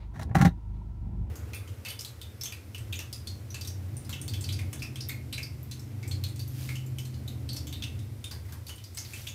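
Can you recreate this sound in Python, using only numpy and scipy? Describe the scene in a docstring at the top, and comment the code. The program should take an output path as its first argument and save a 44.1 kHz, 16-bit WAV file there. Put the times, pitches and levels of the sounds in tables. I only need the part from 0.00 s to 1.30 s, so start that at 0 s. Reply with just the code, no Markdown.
"""Inside an idling car, the gear lever is pulled from park to drive.
The turning engine hums under the faint hiss of a fan. The lock button clicks, then the lever
clatters over its notches in bursts of tiny plastic hits and thumps the hollow console.
A spring buzzes as the lever settles, and there is a soft rustle before and after the shift.
As the gear takes hold, the engine slows a little and rumbles more roughly."""
import sys
import numpy as np
from scipy import signal
from scipy.fft import rfft, irfft
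from scipy.io import wavfile
from scipy.ndimage import uniform_filter1d

SR = 44100
rng = np.random.default_rng(int(sys.argv[2]) if len(sys.argv) > 2 else 0)


def store_pcm(level_fs):
    """Save levels as 16-bit WAV."""
    pcm = np.round(np.clip(level_fs, -1, 1) * 32767).astype(np.int16)
    wavfile.write(sys.argv[1], SR, np.atleast_2d(pcm).T)


N = 57330
T = np.arange(N) / SR
HZ = np.fft.rfftfreq(N, 1 / SR)

# Levels in the tables are relative. A "fade" is the time a sound takes to drop by 60 dB.
# the engine over time: t/s, shaft speed f/Hz, hum level/dB, rumble level/dB
ENGINE_COURSE = [(0, 25.23, -1.5, -26), (0.151, 25.19, -4.5, 6), (0.268, 26.45, -19, 12.5),
                 (0.518, 26.28, 4, 4.5), (0.612, 26.7, -8, -10.5), (0.691, 25.02, 4, -9),
                 (0.818, 25.73, -2.5, 2.5), (0.971, 25.09, -0.5, -6), (1.04, 24.42, 3, 5),
                 (1.15, 23.56, -5.5, 8.5), (1.222, 25.47, 6, 7), (1.3, 24, -6, 10)]
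# tones of the hum: multiple of the shaft speed, level/dB
HUM_TONES = [(2, -38.5), (3, -44), (4, -44.5), (5, -51.5), (6, -60.5), (7, -56.5), (8, -59.5)]
# tone colours of the engine's rumble and the fan's hiss: f/Hz, level/dB
RUMBLE_COLOUR = [(20, -29), (36, -12), (50, 10.5), (80, 0.5), (115, 4.5), (160, -5.5), (205, -3),
                 (260, -12), (350, -18.5), (480, -29.5), (800, -28.5), (1200, -49), (2500, -49),
                 (6000, -96)]
FAN_COLOUR = [(180, -25.5), (300, 0), (348, 2), (385, -17), (462, -7.5), (555, -21), (593, -12),
              (667, -15.5), (978, -8.5), (1170, -23), (1360, -22.5), (1610, -23.5), (16000, -42)]
# pitch bands of the air ducts and of the rustles: f/Hz, width/Hz, level/dB
DUCT_BANDS = [(343, 85, -69.5), (950, 33, -71.5), (1342, 65, -77.5)]
RUSTLING_BANDS = [(740, 1000, 2), (2150, 860, -4), (3700, 1900, -5.5)]
# soft rustles: t/s, hold/s, level/dB
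RUSTLE_TIMES = [(0.0, 0.028, -64), (0.736, .03, -73.5)]
# lock button and slack in the lever: t/s, rise/s, hold/s, clack level/dB, ring level/dB, tick level/dB
BUTTON_CLICKS = [(0.133, .01, 0.0094, -55, -62, -64.5), (0.154, 0.0035, .005, -49.5, -49, -59),
                 (0.164, 0.002, 0.024, -57.5, -54.5, -62.5), (0.1922, .0015, 0.0046, -41.5, -40.5, -48),
                 (0.212, 0.0021, 0.014, -45.5, -45, -49.5), (0.225, 0.00033, 0.00096, -44, -43, -57),
                 (0.291, .002, 0.0039, -67, -50, -68), (0.311, 0.0013, 0.0024, -49.5, -44, -85)]
# the lever passing its notches: same columns as the clicks
NOTCHES = [(0.3475, 0.0038, 0.0032, -22.5, -23.5, -36.5), (0.3535, 0.0008, 0.0012, -36, -25, -34.5),
           (0.3660, 0.0015, 0.0023, -33.5, -32.5, -43.5), (0.3828, 0.00088, 0.008, -36.5, -33, -42.5),
           (0.3912, 0.006, 0.016, -34, -41, -50.5), (0.4105, 0.0034, 0.006, -29, -20.5, -31.5),
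           (0.4465, 0.0032, .003, -28.5, -24.5, -35.5), (0.4515, 0.0011, 0.0034, -25.5, -27, -34),
           (0.4670, 0.0016, 0.0033, -34, -32.5, -45.5), (0.475, 0.0023, 0.0055, -50, -53, -60)]
# ringing tones of the lever and its gate, the slot it slides in: f/Hz, level/dB, fade/s (capped below)
GATE_TONES = [(650, -10, 0.068), (720, -16, 0.059), (794, 12, 0.052), (806, -5, 0.06), (958, 3.5, 0.034),
              (1101, -0.5, 0.071), (1357, -5.5, 0.067), (1378, 2, 0.022), (1680, -16, 0.031),
              (1650, -0.5, 0.063), (1962, -9, 0.063), (2370, -31, 0.069)]
# tone colours of the woody clack, the trim panel and the bright tick: f/Hz, level/dB
CLACK_COLOUR = [(200, -31.5), (450, -9), (620, -0.5), (900, -2), (1400, -4.5), (1900, -1.5), (2300, -13),
                (2700, -20.5), (4000, -46), (16000, -67)]
PANEL_COLOUR = [(120, -28.5), (230, -4), (300, -0.5), (390, -2.5), (480, -24.5), (900, -40), (4000, -83)]
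TICK_COLOUR = [(300, -35.5), (1500, -8), (2600, -3), (4000, 4), (4900, -3), (5900, 2), (7500, -5),
               (9500, -6.5), (11000, -9), (13500, -9), (16000, -15.5)]
# the lock's catch snapping free: t/s, fade/s, level/dB
CATCH_SNAP = (0.2305, 0.024, -42)
# tone colour of that snap: f/Hz, level/dB
CATCH_COLOUR = [(2500, -20), (3800, -1), (4600, 4), (5400, 3.5), (6300, -12), (7300, -3), (8700, -10),
                (9500, 7.5), (10300, -24), (12900, -6), (15500, -26)]
# the lever's linkage leaving park: t/s, f/Hz, level/dB, fade/s, rise/s
LINKAGE_BUMP = (0.33, 112, -9, 0.11, 0.14)
# blows that reach the console: t/s, level/dB
CONSOLE_BLOWS = [(0.3484, -21.5), (0.3613, -12), (0.4006, -15.5), (0.4073, -16), (0.4217, -10),
                 (0.4482, -10.5), (0.4601, -10), (0.797, -46.5)]
# ringing tones of the hollow console: f/Hz, level/dB, fade/s
CONSOLE_TONES = [(73, -4, 0.097), (124, -14.5, 0.18), (142.6, 8, 0.0566), (169.3, 6.5, 0.078),
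                 (191.3, -7.5, 0.072), (238.5, -6.5, 0.071), (283.3, -10.5, 0.098)]
# the return spring buzzing: t/s, hold/s, level/dB
SPRING_BUZZ = (0.4608, 0.026, -50)
# pitch bands of that buzz: f/Hz, width/Hz, level/dB
BUZZ_BANDS = [(2880, 280, -6.5), (3800, 530, 1), (4100, 240, -3), (6160, 570, -21)]


def amp(db):
    """Turns decibels into a number to multiply by."""
    return 10 ** (np.asarray(db) / 20)


def unit(x):
    """Scales a signal to an average strength (rms) of 1."""
    return x / np.sqrt(np.mean(x ** 2) + 1e-20)


def shape(points):
    """Joins (f/Hz, level/dB) points into a gain for every frequency."""
    hz, db = np.transpose(points)
    return amp(np.interp(np.log(HZ + 1), np.log(hz + 1), db))


def noise(gain):
    """Noise of strength 1, shaped by a gain for every frequency."""
    return unit(irfft(rfft(rng.standard_normal(N)) * gain, N))


def band_noise(bands):
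    """Noise gathered around a few pitches."""
    return sum(amp(db) * noise(1 / (1 + (2 * (HZ - hz) / width) ** 2)) for hz, width, db in bands)


def colour(points):
    """How a part with this tone colour answers one sharp tap."""
    cepstrum = irfft(np.log(shape(points)), N)
    cepstrum[1:N // 2] *= 2  # this folding keeps the answer from starting before the tap
    cepstrum[N // 2 + 1:] = 0
    return irfft(np.exp(rfft(cepstrum)), N)


def through(x, response):
    """Plays x through a thing's answer to one tap, scaled to an energy of 1."""
    return signal.fftconvolve(x, response / np.linalg.norm(response))[:N]


def decay(t, fade):
    """Falls by 60 dB every `fade` seconds once t passes zero."""
    return np.exp(-np.log(1000) * np.maximum(t, 0) / fade)


def swell(start, rise):
    """Climbs softly from 0 to 1."""
    return 1 - np.exp(-(np.maximum(T - start, 0) / rise) ** 2)


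def burst(start, rise, hold, fade):
    """A loudness curve that rises, holds and dies away."""
    return np.clip((T - start) / rise, 0, 1) * decay(T - start - rise - hold, fade)


def ring(tones, start=0):
    """The dying tones of something struck."""
    t = np.maximum(T - start, 0)
    return sum(amp(db) * decay(t, fade) * np.sin(2 * np.pi * hz * t) for hz, db, fade in tones)


def engine(waver=0.13, waver_hz=8, throb=0.43, rumble_offset_db=-45):
    """The shaft makes a wavering hum, a rumble that throbs twice a turn and a tap every second turn."""
    times, shaft_hz, hum_db, rumble_db = np.transpose(ENGINE_COURSE)
    angle = 2 * np.pi * np.cumsum(np.interp(T, times, shaft_hz)) / SR
    slow = np.exp(-(HZ / waver_hz) ** 2)
    hum = np.zeros(N)
    for multiple, db in HUM_TONES:
        strength = amp(db) * np.sqrt(2) * (1 + waver * noise(slow))
        hum += strength * np.sin(multiple * angle + 2 * np.pi * rng.random())
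    hum *= amp(np.interp(T, times, hum_db))
    rumble = noise(shape(RUMBLE_COLOUR)) * (1 + throb * np.cos(2 * angle))
    rumble *= amp(rumble_offset_db + np.interp(T, times, rumble_db))
    cycle = (angle - np.interp(0.898, T, angle)) / 2  # one of the taps lands at 0.898 s
    pulses = np.exp(10 * (np.cos(cycle) - 1))
    tap = pulses * band_noise([(955, 80, -59)])
    return hum + rumble + tap


def fan(hiss_db=-62):
    """Moving air hisses faintly, and the ducts bring out a few pitches."""
    return amp(hiss_db) * noise(shape(FAN_COLOUR)) + band_noise(DUCT_BANDS)


def rustles():
    """Two soft, short puffs of noise."""
    loudness = sum(amp(db) * burst(start, 0.0047, hold, fade=0.2) for start, hold, db in RUSTLE_TIMES)
    return loudness * band_noise(RUSTLING_BANDS)


def contacts(hits_per_s=1300, spread_db=4, scrape=0.7):
    """Plastic rubbing on plastic: tiny random hits over a fine scrape."""
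    hits = (rng.random(N) < hits_per_s / SR) * rng.choice([-1, 1], N)
    hits = hits * amp(spread_db * rng.standard_normal(N))
    force = unit(hits) + scrape * rng.standard_normal(N)
    return force / np.sqrt(uniform_filter1d(force ** 2, size=260) + 1e-9)  # evened out over about 6 ms


def lever(level_db=-2.5, panel_db=-1, longest_ring_s=0.048):
    """Each click or notch is a short rattle that sets off a woody clack, a ring and a bright tick."""
    force = contacts()

    def rattle(rows, column, fade=0.051):
        power = sum((amp(row[column]) * burst(*row[:3], fade)) ** 2 for row in rows)
        return force * np.sqrt(power)

    events = NOTCHES + BUTTON_CLICKS
    gate = ring([(hz, db, min(fade, longest_ring_s)) for hz, db, fade in GATE_TONES])
    clack = through(rattle(events, column=3), colour(CLACK_COLOUR))
    panel = through(rattle(NOTCHES, column=3), colour(PANEL_COLOUR))  # only the notches shake the trim
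    ringing = through(rattle(events, column=4), gate)
    tick = through(rattle(events, column=5, fade=0.068), colour(TICK_COLOUR))
    return amp(level_db) * (clack + amp(panel_db) * panel + ringing + tick)


def lock_catch():
    """The catch springs free with a very short, bright snap."""
    start, fade, db = CATCH_SNAP
    force = amp(db) * contacts() * burst(start, rise=0.00033, hold=0.00059, fade=fade)
    return through(force, colour(CATCH_COLOUR))


def console(boom_rise_s=0.0062):
    """The linkage gives one soft, low bump, and the hollow console booms at each blow."""
    start, hz, db, fade, rise = LINKAGE_BUMP
    bump = ring([(hz, db, fade)], start) * swell(start, rise)
    booms = sum(amp(db) * ring(CONSOLE_TONES, t) * swell(t, boom_rise_s) for t, db in CONSOLE_BLOWS)
    return bump + booms


def spring():
    """The return spring buzzes briefly as the lever settles."""
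    start, hold, db = SPRING_BUZZ
    loudness = amp(db) * burst(start, 0.0064, hold, fade=0.017) * decay(T - start, fade=0.3)
    return loudness * band_noise(BUZZ_BANDS)


def cabin(x, echo_db=-17, fade_s=0.11):
    """Adds the cabin's echo, which the soft upholstery soon soaks up."""
    echo = rng.standard_normal(N) * decay(T, fade_s) * swell(start=0.0074, rise=0.0039)
    return x + amp(echo_db) * through(x, echo)


def scene():
    """The gear shift over the engine and fan, in one channel."""
    small_sounds = lever() + lock_catch() + spring() + rustles()
    return (cabin(small_sounds) + console() + engine() + fan())[None]


def record(dry, low_hz=31.7, high_hz=16200):
    """The microphone drops the deepest bass; then the highest treble is cut off steeply."""
    bass_cut = signal.butter(3, low_hz, "high", fs=SR, output="sos")
    treble_cut = signal.butter(20, high_hz, fs=SR, output="sos")
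    thinned = signal.sosfiltfilt(bass_cut, dry, padlen=4000)
    return signal.sosfiltfilt(treble_cut, thinned)


dry = scene()
out = record(dry)
store_pcm(out)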